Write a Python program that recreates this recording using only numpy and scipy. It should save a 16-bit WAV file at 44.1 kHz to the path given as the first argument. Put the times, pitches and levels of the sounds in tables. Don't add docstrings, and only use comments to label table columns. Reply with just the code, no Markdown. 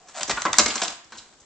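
import sys
import numpy as np
from scipy import signal
from scipy.fft import rfft, irfft
from scipy.io import wavfile

SR = 44100
rng = np.random.default_rng(int(sys.argv[2]) if len(sys.argv) > 2 else 0)


def transcribe(u):
    v = np.clip(np.atleast_2d(u).T, -1, 1)
    q = np.round(v * 32767).astype(np.int16)
    wavfile.write(sys.argv[1], SR, q)


N = 63945
T = np.arange(N) / SR

# t/s, five crack levels/dB (at CRACK_HZ), crack fade/s, digger ring/dB, base ring/dB,
# struck part's f/Hz, its boost/dB. A "fade" is the time a sound takes to drop by 60 dB.
KNOCKS = [ (0.072, -77, -67, -69, -70, -55, 0.055, -81, -74, 6000, 6.3),
          (0.084, -75, -59, -53, -60, -48, .03, -84, -83, 5660, 5.5),
          (0.2099, -71.5, -46.5, -41, -35.5, -36, 0.06, -54, -37, 1250, 3.7),
          (0.2308, -59, -59, -43.5, -34.5, -25, 0.012, -51, -53, 5720, 7),
          (0.278, -62, -40.5, -44.5, -45, -31, 0.052, -58, -62, 6000, 5.3),
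          (0.2958, -47, -34, -25.5, -31, -24, 0.058, -35.5, -43.5, 4760, 2.7),
          (0.3089, -46, -55, -32, -30.5, -23.5, 0.06, -60, -53, 1944, 11),
          (0.3729, -59, -66, -27, -35, -55, 0.057, -38.5, -47, 1460, 12),
          (0.4192, -60, -63, -39, -36, -26.5, 0.006, -55, -41, 6050, 1.9),
          (0.4524, -70, -35, -26.5, -35, -29.5, 0.044, -47, -22, 1086, 14),
          (.462, -68, -38, -30.5, -34.5, -57, 0.081, -48, -34, 1980, 13),
          (.481, -48, -44.5, -29.5, -61, -46, 0.1, -60, -41, 1010, 3),
          (0.53, -70, -63, -28.5, -34, -20, 0.0092, -48, -55, 3450, 7.8),
          (.539, -71, -81, -31, -37, -33, 0.011, -59, -57, 1930, 12.5),
          (0.584, -52, -58, -21, -26.5, -7, 0.011, -21.5, -32, 7700, 1.6),
          (.592, -51, -31.5, -29.5, -22, -12.5, 0.038, -25, -25.5, 1220, 6.5),
          (.599, -51, -35, -30, -24.5, -21.5, 0.039, -33.5, -46, 600, 7),
          (0.618, -42, -48, -34, -42, -57, .05, -43, -41, 313, 5),
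          (0.6594, -80, -36, -31, -30.5, -20.5, 0.027, -33, -59, 2170, 11.6),
          (.680, -66, -38, -38, -32.5, -26.5, 0.073, -53, -52, 2150, 1.4),
          (.703, -63, -59, -40, -30, -31, 0.068, -46, -57, 3650, 4.9),
          (0.7555, -81, -44.5, -40.5, -34.5, -24, 0.023, -35.5, -36.5, 5840, 6.6),
          (.777, -81, -59, -43, -34, -38, 0.022, -50, -60, 2160, 8.4),
          (.8175, -66, -37, -35, -27, -24.5, 0.048, -52, -31, 695, 16.3),
          (.832, -70, -55, -35.5, -39.5, -22.5, 0.036, -47, -37.5, 710, 17.5),
          (0.8491, -75, -44, -58, -35.5, -34, 0.013, -60, -46.5, 6070, 5.1),
          (0.8793, -62, -51, -56, -34, -28.5, .018, -42.5, -46, 4700, 3.4),
          (1.043, -70, -61, -82, -61, -53, .03, -95, -86, 5400, 4),
          (1.1216, -66, -53.5, -45, -47, -44.5, 0.12, -52, -54, 1500, 11),
          (1.152, -70, -62, -57, -48.5, -49, 0.12, -68, -52, 950, 13),
          (1.173, -66, -62, -63, -60, -41, 0.058, -65, -70, 4150, 3.4),
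          (1.182, -72, -70, -66, -45.5, -40, .08, -70.5, -71, 3970, 7.7),
          (1.401, -64, -77, -92, -73, -49.5, 0.11, -84, -82, 6300, 3), ]
CRACK_HZ = [70, 280, 1100, 3000, 6500]
# f/Hz, level/dB, fade/s
DIGGER_TONES = [(234.4, -4, 0.093), (305.4, -13.5, 0.47), (630, -11, 0.16), (1090.5, 1.5, .07),
                (1190, -5, 0.16), (1300, -11.5, 0.3), (1708, -7, .09), (2150, -4.5, 0.066),
                (4100, -3.5, 0.15), (4140, -20, 0.065), (5880, -4, 0.055), (5470, -14, 0.089),
                (7800, -15, .06), (7770, -20, 0.059)]
# f/Hz, level/dB, fade/s
BASE_TONES = [(178, -13.5, 0.1), (593, -8.5, 0.22), (733, -13, .09), (1013, 0.5, 0.072),
              (1344, -1.5, 0.053), (1521, -1.5, 0.064), (1830, -9, 0.024), (2160, -4, 0.032)]
# t/s, level/dB
SCRAPE_LEVEL = [(0, -52.5), (.07, -52), (.1, -39.5), (.13, -48.5), (.165, -29), (.205, -24.5), (.26, -40),
                (.35, -32), (.43, -32), (.51, -42.5), (.57, -23.5), (.65, -44), (.73, -25.5), (.8, -26.5),
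                (.9, -29.5), (.96, -43), (1.03, -57), (1.2, -46), (1.3, -51.5), (1.45, -54.5)]
# f/Hz, level/dB
SCRAPE_COLOUR = [(50, -32), (130, -16), (250, -8), (450, -10.5), (700, 5), (1200, 5), (2500, -0.5),
                 (4000, -1), (6000, 0), (8000, 5.5)]
# t/s, length/s, f/Hz, level/dB
WHEEL_HUMS = [(0, 0.084, 706, -59), (0.139, 0.074, 726, -43), (0.148, .075, 601, -47)]
# f/Hz, fade/s
ECHO_FADE = [(100, .4), (500, 0.4), (2000, 0.55), (8000, 0.32)]
# f/Hz, level/dB
ECHO_LEVEL = [(70, -7.5), (250, -6), (1000, -6), (3000, -4.5), (7000, -7)]
# f/Hz, likeness (1 same, -1 opposite)
LIKENESS = [(60, 0.18), (200, 0.88), (700, 0.75), (1500, 0.34), (3000, 0.079), (6000, -0.39)]
# f/Hz, level/dB
HISS_COLOUR = [(30, 2), (70, 3.5), (130, 3), (250, 5.5), (450, 5.5), (750, 3), (1500, -2.5), (2500, -5.5),
               (6000, -2), (8000, -3.5)]
# f/Hz, phase/rad
LEFT_LEAD = [(4500, 0), (5700, 0.33), (6900, 1.9), (8000, 0)]
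# f/Hz, level/dB
LEFT_LOUDER = [(200, 0), (4600, -0.3), (5900, -8), (6900, 10.5), (8000, 6)]

BAND_EDGES_HZ = 40 * 2 ** np.arange(0, 8.6, .5)
CRACK_RISE_S, BASS_RING_CYCLES = 0.0012, 2.6
SNAP = 0.35
SLIPS_PER_S, SLIP_SPREAD_DB = 1300, 2.5
HUM_WIDTH_HZ = 89
ECHO_DELAY_S, ECHO_BUILD_S = 0.0017, 0.002
HISS_DB = -55.5
TREBLE_TOP_HZ, TOP_FIZZ_DB = 7820, -29.5


def cracks():
    out, knocks, t = np.zeros(N), np.array(KNOCKS), T[:SR // 8]
    fades = knocks[:, 6:7]
    noise = rng.standard_normal((2, len(knocks), len(t)))
    bursts = 0
    for k, (low, high) in enumerate(zip(BAND_EDGES_HZ, BAND_EDGES_HZ[1:])):
        hz = np.sqrt(low * high)
        rise = 1 - np.exp(-t / CRACK_RISE_S)
        burst = noise[k % 2] * fade_out(t, fades + BASS_RING_CYCLES / hz) * rise
        burst /= np.linalg.norm(burst, axis=1, keepdims=True)
        burst[:, 0] += SNAP * (-1) ** k
        burst = band(burst, low, high)
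        burst /= np.linalg.norm(burst, axis=1, keepdims=True)
        gain = from_db([at_hz(list(zip(CRACK_HZ, knock[1:6])), hz) for knock in knocks])
        bursts += burst * gain[:, None] * np.sqrt(SR / 200)
    for (s, *_, hz, boost_db), burst in zip(knocks, bursts):
        add(out, struck_part(burst, hz, boost_db), s)
    return out


def struck_part(crack, hz, boost_db):
    near_pitch = signal.lfilter(*signal.iirpeak(hz, Q=16.4, fs=SR), crack)
    return crack + (from_db(boost_db) - 1) * near_pitch


def ringing_shell(tones, strikes, uneven_db):
    out, (s, db) = np.zeros(N), np.transpose(strikes)
    for hz, level_db, fade in tones:
        clicks = np.zeros(N)
        clicks[(s * SR).astype(int)] = from_db(db + level_db + uneven_db * rng.standard_normal(len(s)))
        out += ring(clicks, hz, fade) * rng.choice([-1, 1])
    return out


def scraping():
    sizes = from_db(SLIP_SPREAD_DB * np.minimum(rng.exponential(1, N), 4))
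    signs = rng.choice([-1, 1], N)
    slips = sizes * signs * (rng.random(N) < SLIPS_PER_S / SR)
    level_db = np.interp(T, *np.transpose(SCRAPE_LEVEL))
    return colour(slips, SCRAPE_COLOUR) * from_db(level_db)


def wheel_hums():
    out = np.zeros(N)
    for s, length, hz, db in WHEEL_HUMS:
        noise = band(rng.standard_normal(N), hz - HUM_WIDTH_HZ / 2, hz + HUM_WIDTH_HZ / 2)
        hum = noise[-int(length * SR):]
        swell = signal.windows.tukey(len(hum), .5)
        add(out, from_db(db) * unit_level(hum * swell), s)
    return out


def room_echo(sound):
    size = SR // 2
    spectrum, f = rfft(stereo_noise(size)), np.fft.rfftfreq(size, 1 / SR)
    t = np.maximum(T[:size] - ECHO_DELAY_S, 0)
    build_up = 1 - np.exp(-t / ECHO_BUILD_S)
    echo = 0
    for low, high in zip(BAND_EDGES_HZ, BAND_EDGES_HZ[1:]):
        hz = np.sqrt(low * high)
        noise = irfft(spectrum * ((f >= low) & (f < high)), size)
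        tail = noise * fade_out(t, at_hz(ECHO_FADE, hz)) * build_up
        band_share = np.sqrt(2 * (high - low) / SR / size)
        echo += unit_level(tail) * band_share * from_db(at_hz(ECHO_LEVEL, hz))
    return signal.fftconvolve(sound[None], echo, axes=1)[:, :N]


def hiss():
    return from_db(HISS_DB) * colour(stereo_noise(N), HISS_COLOUR)


def microphone_openings(sound):
    f = np.fft.rfftfreq(2 * N, 1 / SR)
    left = from_db(at_hz(LEFT_LOUDER, f) / 2) * np.exp(.5j * at_hz(LEFT_LEAD, f))
    pair = np.array([left, 1 / left])
    pair /= np.sqrt(np.mean(abs(pair) ** 2, axis=0))
    return irfft(rfft(sound, 2 * N) * pair)[:, :N]


def stereo_noise(size):
    alike = np.clip(at_hz(LIKENESS, np.fft.rfftfreq(size, 1 / SR)), -.99, .99)
    mid, side = rfft(rng.standard_normal((2, size)))
    spectrum = np.sqrt(1 + alike) * mid + np.sqrt(1 - alike) * side * [[1], [-1]]
    return irfft(spectrum, size) / np.sqrt(2)


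def ring(clicks, hz, fade):
    decay, angle = fade_out(1 / SR, fade), 2 * np.pi * hz / SR
    return signal.lfilter([.5, 0, -.5], [1, -2 * decay * np.cos(angle), decay * decay], clicks + 1e-18)


def colour(x, table):
    gain = from_db(at_hz(table, np.fft.rfftfreq(N, 1 / SR)))
    return unit_level(irfft(rfft(x) * gain, N))


def band(x, low, high):
    return signal.sosfilt(signal.butter(3, [low, high], "band", fs=SR, output="sos"), x + 1e-18)


def fade_out(t, fade):
    return np.exp(-np.log(1000) * t / fade)


def at_hz(table, hz):
    f, values = np.transpose(table)
    return np.interp(np.log(np.maximum(hz, 1)), np.log(f), values)


def from_db(db):
    return 10 ** (np.asarray(db) / 20)


def unit_level(x):
    return x / np.sqrt(np.mean(x ** 2) + 1e-20)


def add(out, sound, s):
    start = int(s * SR)
    out[start:start + len(sound)] += sound[:N - start]


def scene():
    knocks = np.array(KNOCKS)
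    toys = cracks()
    toys += ringing_shell(DIGGER_TONES, knocks[:, [0, 7]], uneven_db=3.5)
    toys += ringing_shell(BASE_TONES, knocks[:, [0, 8]], uneven_db=3.9)
    toys += scraping() + wheel_hums()
    return toys + room_echo(toys) + hiss()


def record(dry):
    heard = microphone_openings(dry)
    dull = signal.sosfilt(signal.butter(20, TREBLE_TOP_HZ, fs=SR, output="sos"), heard)
    clipped = np.clip(dull + from_db(TOP_FIZZ_DB) * heard, -.95, .95)
    top_cut = signal.ellip(10, .1, 70, 10810, fs=SR, output="sos")
    return signal.sosfilt(top_cut, clipped)


dry = scene()
out = record(dry)
transcribe(out)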